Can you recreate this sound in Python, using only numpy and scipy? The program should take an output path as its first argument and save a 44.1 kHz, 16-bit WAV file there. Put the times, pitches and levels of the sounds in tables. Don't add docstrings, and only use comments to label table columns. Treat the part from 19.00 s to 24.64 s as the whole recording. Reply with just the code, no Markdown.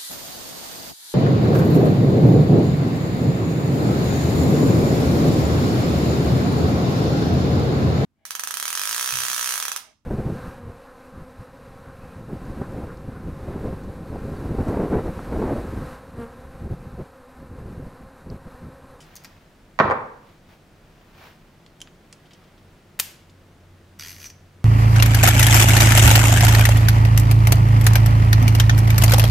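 import sys
import numpy as np
from scipy import signal
from scipy.fft import rfft, irfft
from scipy.io import wavfile
from scipy.ndimage import uniform_filter1d

SR = 44100
rng = np.random.default_rng(int(sys.argv[2]) if len(sys.argv) > 2 else 0)


def persist_wave(psi):
    counts = np.round(np.clip(psi, -1, 1) * 32767).astype(np.int16)
    wavfile.write(sys.argv[1], SR, np.atleast_2d(counts).T)


N = 248846
TAPS = 4096
HZ = np.fft.rfftfreq(TAPS, 1 / SR)
TIME, AGE = np.arange(N) / SR, np.arange(SR) / SR

# start_s, level_db, high_hz, low_hz, lean_left_db, rebound_gap_s,
# change_per_rebound_db
BENCH_IMPACTS = [(.7893, 5, 13000, 520, -7.5, 0.0093, -2.5), (.7999, 12.1, 3100, 119, 0.5, .0045, -2),
                 (.842, 4, 1100, 60, -3.5, 0.01, -4), (.878, 2.5, 1400, 300, 5, .0208, -2),
                 (.9094, 5.5, 2600, 380, 6.5, .0076, -2.5)]
# frequency_hz, gain_db
BENCH_SPECTRUM = [(40, -11), (90, 4.5), (150, 8), (300, -6), (450, 1), (800, 0.5), (1200, 3), (1800, -5.5),
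                  (2300, -8.5), (2900, -18.5), (4500, -21), (8000, -41.5), (15000, -38)]
# pitch_hz, level_db
BOARD_MODES = [(123.8, -44.5), (140.0, -45), (269.2, -46), (366.1, -44), (506.0, -32), (716.0, -42),
               (807.5, -54), (904.4, -50.5), (942.1, -49), (990.5, -41), (1034, -36), (1087, -35),
               (1168, -31), (1303, -55.5), (1373, -53), (1502, -50), (1626, -33), (1798, -33),
               (1900, -49.5), (2277, -59)]
# start_s, level_db, low_hz, high_hz, scrape_s, relative_ring_db
SOCKET_TOUCHES = [(.004, -22.5, 2500, 8800, .027, -14), (.9, -26, 2800, 4000, .001, 3),
                  (.9094, -23.5, 3000, 6500, .007, -3), (2.6632, -26, 1200, 4500, 0.0014, -14),
                  (2.8044, -26, 2800, 7500, .002, -2), (2.816, -14, 2940, 7600, 0.001, -2),
                  (2.8737, -25, 1400, 2100, 0.00085, -14), (3.1268, -18.5, 620, 6500, .0022, -26),
                  (3.308, -28, 1000, 3470, 0.0099, -18), (3.333, -27, 1200, 6500, 0.0045, -16),
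                  (4.296, -32, 1800, 6940, 0.0069, -16)]
# centre_hz, width_hz, gain_db
SOCKET_RESONANCES = [(3080, 860, 4.5), (4860, 620, 5), (6970, 1900, 2.5), (10400, 1200, 4)]
# centre_hz, width_hz, gain_db
HEAD_RESONANCES = [(1950, 980, 5), (2710, 690, -4), (4680, 630, 4.5), (5900, 1600, 1.5), (9260, 490, -2.5),
                   (11400, 520, 5.5), (14200, 1200, 5)]
# time_s, speed_teeth_per_s, drop_level_db
RATCHET_MOTION = [(4.9957, 77, -14), (5.052, 78, -16.5), (5.085, 94, -16.5), (5.118, 87, -19),
                  (5.138, 55, -25), (5.192, 52, -25), (5.218, 77, -23), (5.243, 75, -16), (5.266, 76, -23),
                  (5.278, 26, -25), (5.305, 26, -20.5)]
# start_s, level_db, low_hz, relative_ring_db, lift_level_db
SWING_CLICKS = [(.163, -19.5, 3500, -7.5, -20), (.2455, -17.5, 900, -22, -28)]
# middle_s, half_length_s, level_db, pitch_hz
GEAR_SQUEALS = [(5.097, .035, -58, 6140), (5.206, .03, -52, 6100), (5.262, .014, -40.5, 5950),
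                (5.303, 0.0068, -46, 6050)]
# middle_s, half_length_s, level_db
SLEEVE_STROKES = [(.12, 0.33, -55.5), (1.304, .07, -58.5), (1.518, 0.051, -54.5), (2.25, 0.081, -47.5),
                  (2.152, 0.4, -60), (3.401, 0.65, -62.5)]
# frequency_hz, relative_density_db
CLOTH_SPECTRUM = [(150, -7.5), (550, -2), (850, 0), (1550, -3), (2500, -6), (5500, -15.5), (8500, -28),
                  (15000, -19)]
# frequency_hz, relative_density_db
AIR_SPECTRUM = [(12, -31), (20, -5), (37, -1), (55, -14), (93, -4), (120, -10.5), (146, -4), (310, -13),
                (347, -9), (388, -14.5), (607, -16.5), (897, -21.5), (1060, -22.5), (1440, -22.5),
                (16000, -43.5)]
# time_s, level_db
HUM_ENVELOPE = [(0, -66.5), (3.2, -71), (3.6, -57), (4.4, -59.5), (4.7, -53.5), (5.64, -53.5)]
# frequency_hz, coherence_ratio
DIFFUSE_COHERENCE = [(60, .99), (250, .95), (600, .82), (1200, .65), (3000, .55), (6000, .65), (9000, .4),
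                     (12000, .1)]
# frequency_hz, t60_s
ROOM_DECAY = [(100, .65), (700, .64), (1500, .56), (4000, .5), (8000, .4), (15000, .3)]


def bench_knocks():
    out, boards = np.zeros((2, N)), gain_of(read(BENCH_SPECTRUM, HZ))
    modes = unit(sum((-1) ** k * gain_of(db) * ring(hz, t60=.32)
                     for k, (hz, db) in enumerate(BOARD_MODES)))
    for impact in BENCH_IMPACTS:
        for s, db, high_hz, low_hz, lean_db in rebounds(*impact, count=3):
            blow = disperse(pulse(boards, low_hz, high_hz), lag_s=.00112)
            shudder = unit(through(blow, diffuse(SR) * decay(t60=.076)))
            ringing = unit(through(modes, pulse(1, low_hz, high_hz)))
            left, right = blow + gain_of(.5) * shudder + gain_of(-11) * ringing
            pan_db = lean_db - 2.5
            left_lead_s = lean_db * 2.5e-5
            add(out[0], s - left_lead_s, gain_of(db + pan_db / 2) * left)
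            add(out[1], s, gain_of(db - pan_db / 2) * right)
    left, right = room(out, early_db=-11.5, early_t60=.039, tail_db=-8.5)
    highpass = signal.butter(1, 350, "high", fs=SR, output="sos")
    side = signal.sosfilt(highpass, left - right)
    return np.array([left + right + side, left + right - side]) / 2


def rebounds(s, db, high_hz, low_hz, lean_db, gap_s, change_db, count):
    for k in range(count):
        yield s, db + k * change_db, high_hz * .65 ** k, low_hz + k * 130, lean_db * (-1) ** k
        s += gap_s * .67 ** k


def socket_snap(stop_s=3.9993, slide_s=.008):
    out = np.zeros((2, N))
    base_db = 2
    slide = socket_tick(low_hz=700, high_hz=16000, scrape_s=.005, base_db=base_db)
    squeak = microslip(ring(13000, t60=.0007), scrape_s=.003, grit=2.5)
    ball_drop = socket_tick(low_hz=1800, high_hz=14000, scrape_s=.0004, base_db=base_db)
    stop = socket_tick(low_hz=1100, high_hz=12500, scrape_s=.0002, base_db=base_db)
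    chatter = socket_tick(low_hz=800, high_hz=12000, scrape_s=.003, base_db=base_db)
    shaft_ring = gain_of(-7) * ring(1900, t60=.006)
    body_ring = gain_of(-6) * ring(3100, t60=.002)
    ball_ring = gain_of(2) * ring(12100, t60=.012)
    for offset_s, sound in [(-slide_s, gain_of(-6) * (slide + shaft_ring)),
                            (-.7 * slide_s, gain_of(-3.5) * squeak),
                            (-.0015, gain_of(-.5) * ball_drop + body_ring),
                            (0, gain_of(5.3) * stop),
                            (.0016, gain_of(-3) * chatter + ball_ring)]:
        add(out, stop_s + offset_s, room(sound, early_db=-7, early_t60=.07, tail_db=-12.5))
    return out


def socket_clinks():
    out = np.zeros((2, N))
    for s, db, low_hz, high_hz, scrape_s, ring_db in SOCKET_TOUCHES + fumbles(count=6):
        tick = socket_tick(low_hz, high_hz, scrape_s, base_db=-3.5)
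        clink = gain_of(db) * (tick + gain_of(ring_db) * ring(3124, t60=.012))
        add(out, s, room(clink, early_db=-5.5, early_t60=.075, tail_db=-18))
    return out


def fumbles(count, start_s=3.2, span_s=.4):
    return [(start_s + span_s * (k + when) / count, -36 + 2.5 * (2 * force - 1), 1700, 4200, .012, -4)
            for k, (when, force) in enumerate(rng.random((count, 2)))]


def socket_tick(low_hz, high_hz, scrape_s, base_db):
    click = pulse(resonances(SOCKET_RESONANCES, base_db), low_hz, high_hz)
    return microslip(disperse(click, lag_s=.000483), scrape_s, grit=840 * scrape_s)


def ratchet():
    out, head = np.zeros(N), resonances(HEAD_RESONANCES, base_db=-18)
    s, speed, drop_db = np.transpose(RATCHET_MOTION)
    teeth_passed = np.ceil(np.cumsum(np.interp(TIME, s, speed, left=0, right=0)) / SR)
    drop_times = np.flatnonzero(np.diff(teeth_passed)) / SR
    variations = rng.uniform(-1, 1, (len(drop_times), 2))
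    for at, (force, colour) in zip(drop_times, variations):
        drop = pawl_strike(head, low_hz=1450 * 2 ** (.4 * colour), high_hz=7600,
                           ring_hz=6150, ring_db=-8)
        add(out, at, gain_of(np.interp(at, s, drop_db) + 1.5 * force) * drop)
    out = out + swing_clicks(head, count=3) + ratchet_friction(head) + gear_squeals()
    return room(out, early_db=-6, early_t60=.09, tail_db=-13.5)


def pawl_strike(head, low_hz, high_hz, ring_hz, ring_db):
    click = disperse(pulse(head, low_hz, high_hz), lag_s=.001627)
    return microslip(click, scrape_s=.002, grit=1.7) + gain_of(ring_db) * ring(ring_hz, t60=.013)


def swing_clicks(head, count, ring_hz=6400, lift_lead_s=.008, bounce_s=.0045):
    out = np.zeros(N)
    for s, db, low_hz, ring_db, lift_db in SWING_CLICKS:
        lift = pawl_strike(head, low_hz=7500, high_hz=16000, ring_hz=ring_hz, ring_db=ring_db)
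        add(out, s - lift_lead_s, gain_of(lift_db) * lift)
        for k in range(count):
            drop = pawl_strike(head, low_hz, high_hz=11500 * .72 ** k, ring_hz=ring_hz, ring_db=ring_db)
            add(out, s + k * bounce_s, gain_of(db - 2.8 * k) * drop)
    return out


def ratchet_friction(head, usual_teeth_per_s=81, lead_s=.006):
    s, speed, _ = np.transpose(RATCHET_MOTION)
    turning = (TIME > s[0] - lead_s) & (TIME < s[-1])
    elapsed_s = np.maximum(TIME - s[0], 0)
    doublings = np.log2(np.interp(TIME, s, speed) / usual_teeth_per_s)
    scrape = turning * slip_noise() * gain_of(-57 + 6 * doublings + 20 * elapsed_s)
    squeak = turning * slip_noise() * gain_of(-49.5 + 13 * doublings - 25 * elapsed_s)
    drag = turning * slip_noise() * gain_of(-52 + 6 * doublings)
    return (through(scrape, pulse(1, low_hz=9050, high_hz=16000))
            + through(squeak, ring(11530, t60=.0054))
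            + through(drag, pulse(head, low_hz=1500, high_hz=9000)))


def gear_squeals(sag_hz=119.4):
    out = np.zeros(N)
    roughness = through(slip_noise(), unit(decay(t60=.0085)))[0]
    for middle_s, half_length_s, db, hz in GEAR_SQUEALS:
        pitch_hz = hz - sag_hz * np.clip((TIME - middle_s) / half_length_s, -2, 2)
        tone = np.sqrt(2) * np.sin(2 * np.pi * np.cumsum(pitch_hz) / SR)
        out += gain_of(db) * swell(middle_s, half_length_s) * roughness * tone
    return out


def sleeve(rustle_db=-69, unevenness_db=1.2):
    flutter = unit(uniform_filter1d(rng.standard_normal(N), size=400)) * np.sqrt(N)
    power = gain_of(rustle_db) ** 2 + sum((gain_of(db) * swell(middle_s, half_length_s)) ** 2
                                          for middle_s, half_length_s, db in SLEEVE_STROKES)
    return diffuse(N, CLOTH_SPECTRUM) * np.sqrt(power) * gain_of(unevenness_db * flutter)


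def background():
    air = gain_of(-52.5) * diffuse(N, AIR_SPECTRUM)
    hum_gain = gain_of(np.interp(TIME, *np.transpose(HUM_ENVELOPE)))
    return air + hum_gain * hum(91.3, waver=1) + gain_of(-66.5) * hum(152, waver=5)


def hum(hz, waver):
    drift = waver * np.cumsum(rng.standard_normal(N)) / np.sqrt(SR)
    return np.sqrt(2) * np.sin(2 * np.pi * hz * TIME + drift)


def room(x, early_db, early_t60, tail_db):
    hz, t, spectra = signal.stft(diffuse(SR), SR, nperseg=256)
    absorption = gain_of(-60 * t / read(ROOM_DECAY, hz)[:, None])
    tail = signal.istft(spectra * absorption, SR, nperseg=256)[1][:, :SR]
    tail = unit(tail * np.minimum(AGE / .031, 1))
    early = unit(diffuse(SR) * decay(early_t60) * (AGE > .0015))
    return x + through(x, gain_of(early_db) * early + gain_of(tail_db) * tail)


def diffuse(size, spectrum=((1, 0), (2, 0))):
    hz = np.fft.rfftfreq(size, 1 / SR)
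    mid, side = rfft(rng.standard_normal((2, size))) * gain_of(read(spectrum, hz))
    coherence = np.clip(read(DIFFUSE_COHERENCE, hz), 0, 1)
    mid, side = mid * np.sqrt(1 + coherence), side * np.sqrt(1 - coherence)
    return unit(irfft([mid + side, mid - side], size)) * np.sqrt(size)


def pulse(gain, low_hz, high_hz):
    gain = gain / np.sqrt((1 + (low_hz / (HZ + 1)) ** 4) * (1 + (HZ / high_hz) ** 6))
    log_gain = np.log(np.maximum(gain, 1e-5))
    log_spectrum = np.conj(signal.hilbert(np.r_[log_gain, log_gain[-2:0:-1]]))
    click = np.fft.ifft(np.exp(log_spectrum)).real
    return unit(np.pad(click[:TAPS // 2], (0, SR - TAPS // 2)))


def disperse(click, lag_s):
    hz = np.fft.rfftfreq(SR, 1 / SR)
    return irfft(rfft(click) * np.exp(-4j * np.pi * lag_s * np.sqrt(1000 * hz)), SR)


def microslip(click, scrape_s, grit):
    slips = unit(rng.standard_normal(SR) * np.exp(-AGE / scrape_s))
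    return unit(click + grit * through(click, slips)[0])


def slip_noise(slips_per_s=6000):
    return unit(rng.standard_normal(N) * (rng.random(N) < slips_per_s / SR)) * np.sqrt(N)


def resonances(peaks, base_db):
    power = sum(gain_of(db) ** 2 / (1 + (2 * (HZ - hz) / width) ** 2) for hz, width, db in peaks)
    return np.sqrt(gain_of(base_db) ** 2 + power)


def ring(hz, t60):
    return unit(np.sin(2 * np.pi * hz * AGE) * decay(t60))


def decay(t60):
    return np.exp(-np.log(1000) * AGE / t60)


def swell(middle_s, half_length_s):
    return np.exp(-((TIME - middle_s) / half_length_s) ** 2)


def gain_of(db):
    return 10 ** (np.asarray(db) / 20)


def unit(x):
    return x / np.sqrt(np.mean(np.sum(x ** 2, -1)) + 1e-20)


def read(points, hz):
    frequency, value = np.transpose(points)
    return np.interp(np.log(hz + 1), np.log(frequency + 1), value)


def add(mix, s, sound):
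    part = mix[..., round(s * SR):][..., :sound.shape[-1]]
    part += sound[..., :part.shape[-1]]


def through(x, response):
    return signal.fftconvolve(np.atleast_2d(x), np.atleast_2d(response), axes=1)[:, :x.shape[-1]]


def scene():
    return bench_knocks() + socket_clinks() + socket_snap() + ratchet() + sleeve() + background()


def record(dry):
    hz = np.fft.rfftfreq(N, 1 / SR)
    shadow = np.clip((hz - 9000) / 3000, 0, 1)
    delay = np.exp(-2j * np.pi * .00059 * np.maximum(hz - 10200, 0))
    response = np.array([gain_of(2.7 * shadow), gain_of(-1.1 * shadow) * delay])
    heard = irfft(rfft(dry) * response, N)
    lowpass = signal.firwin(401, 15850, window=("kaiser", 9), fs=SR)
    return signal.oaconvolve(heard, lowpass[None], "same")


dry = scene()
out = record(dry)
persist_wave(out)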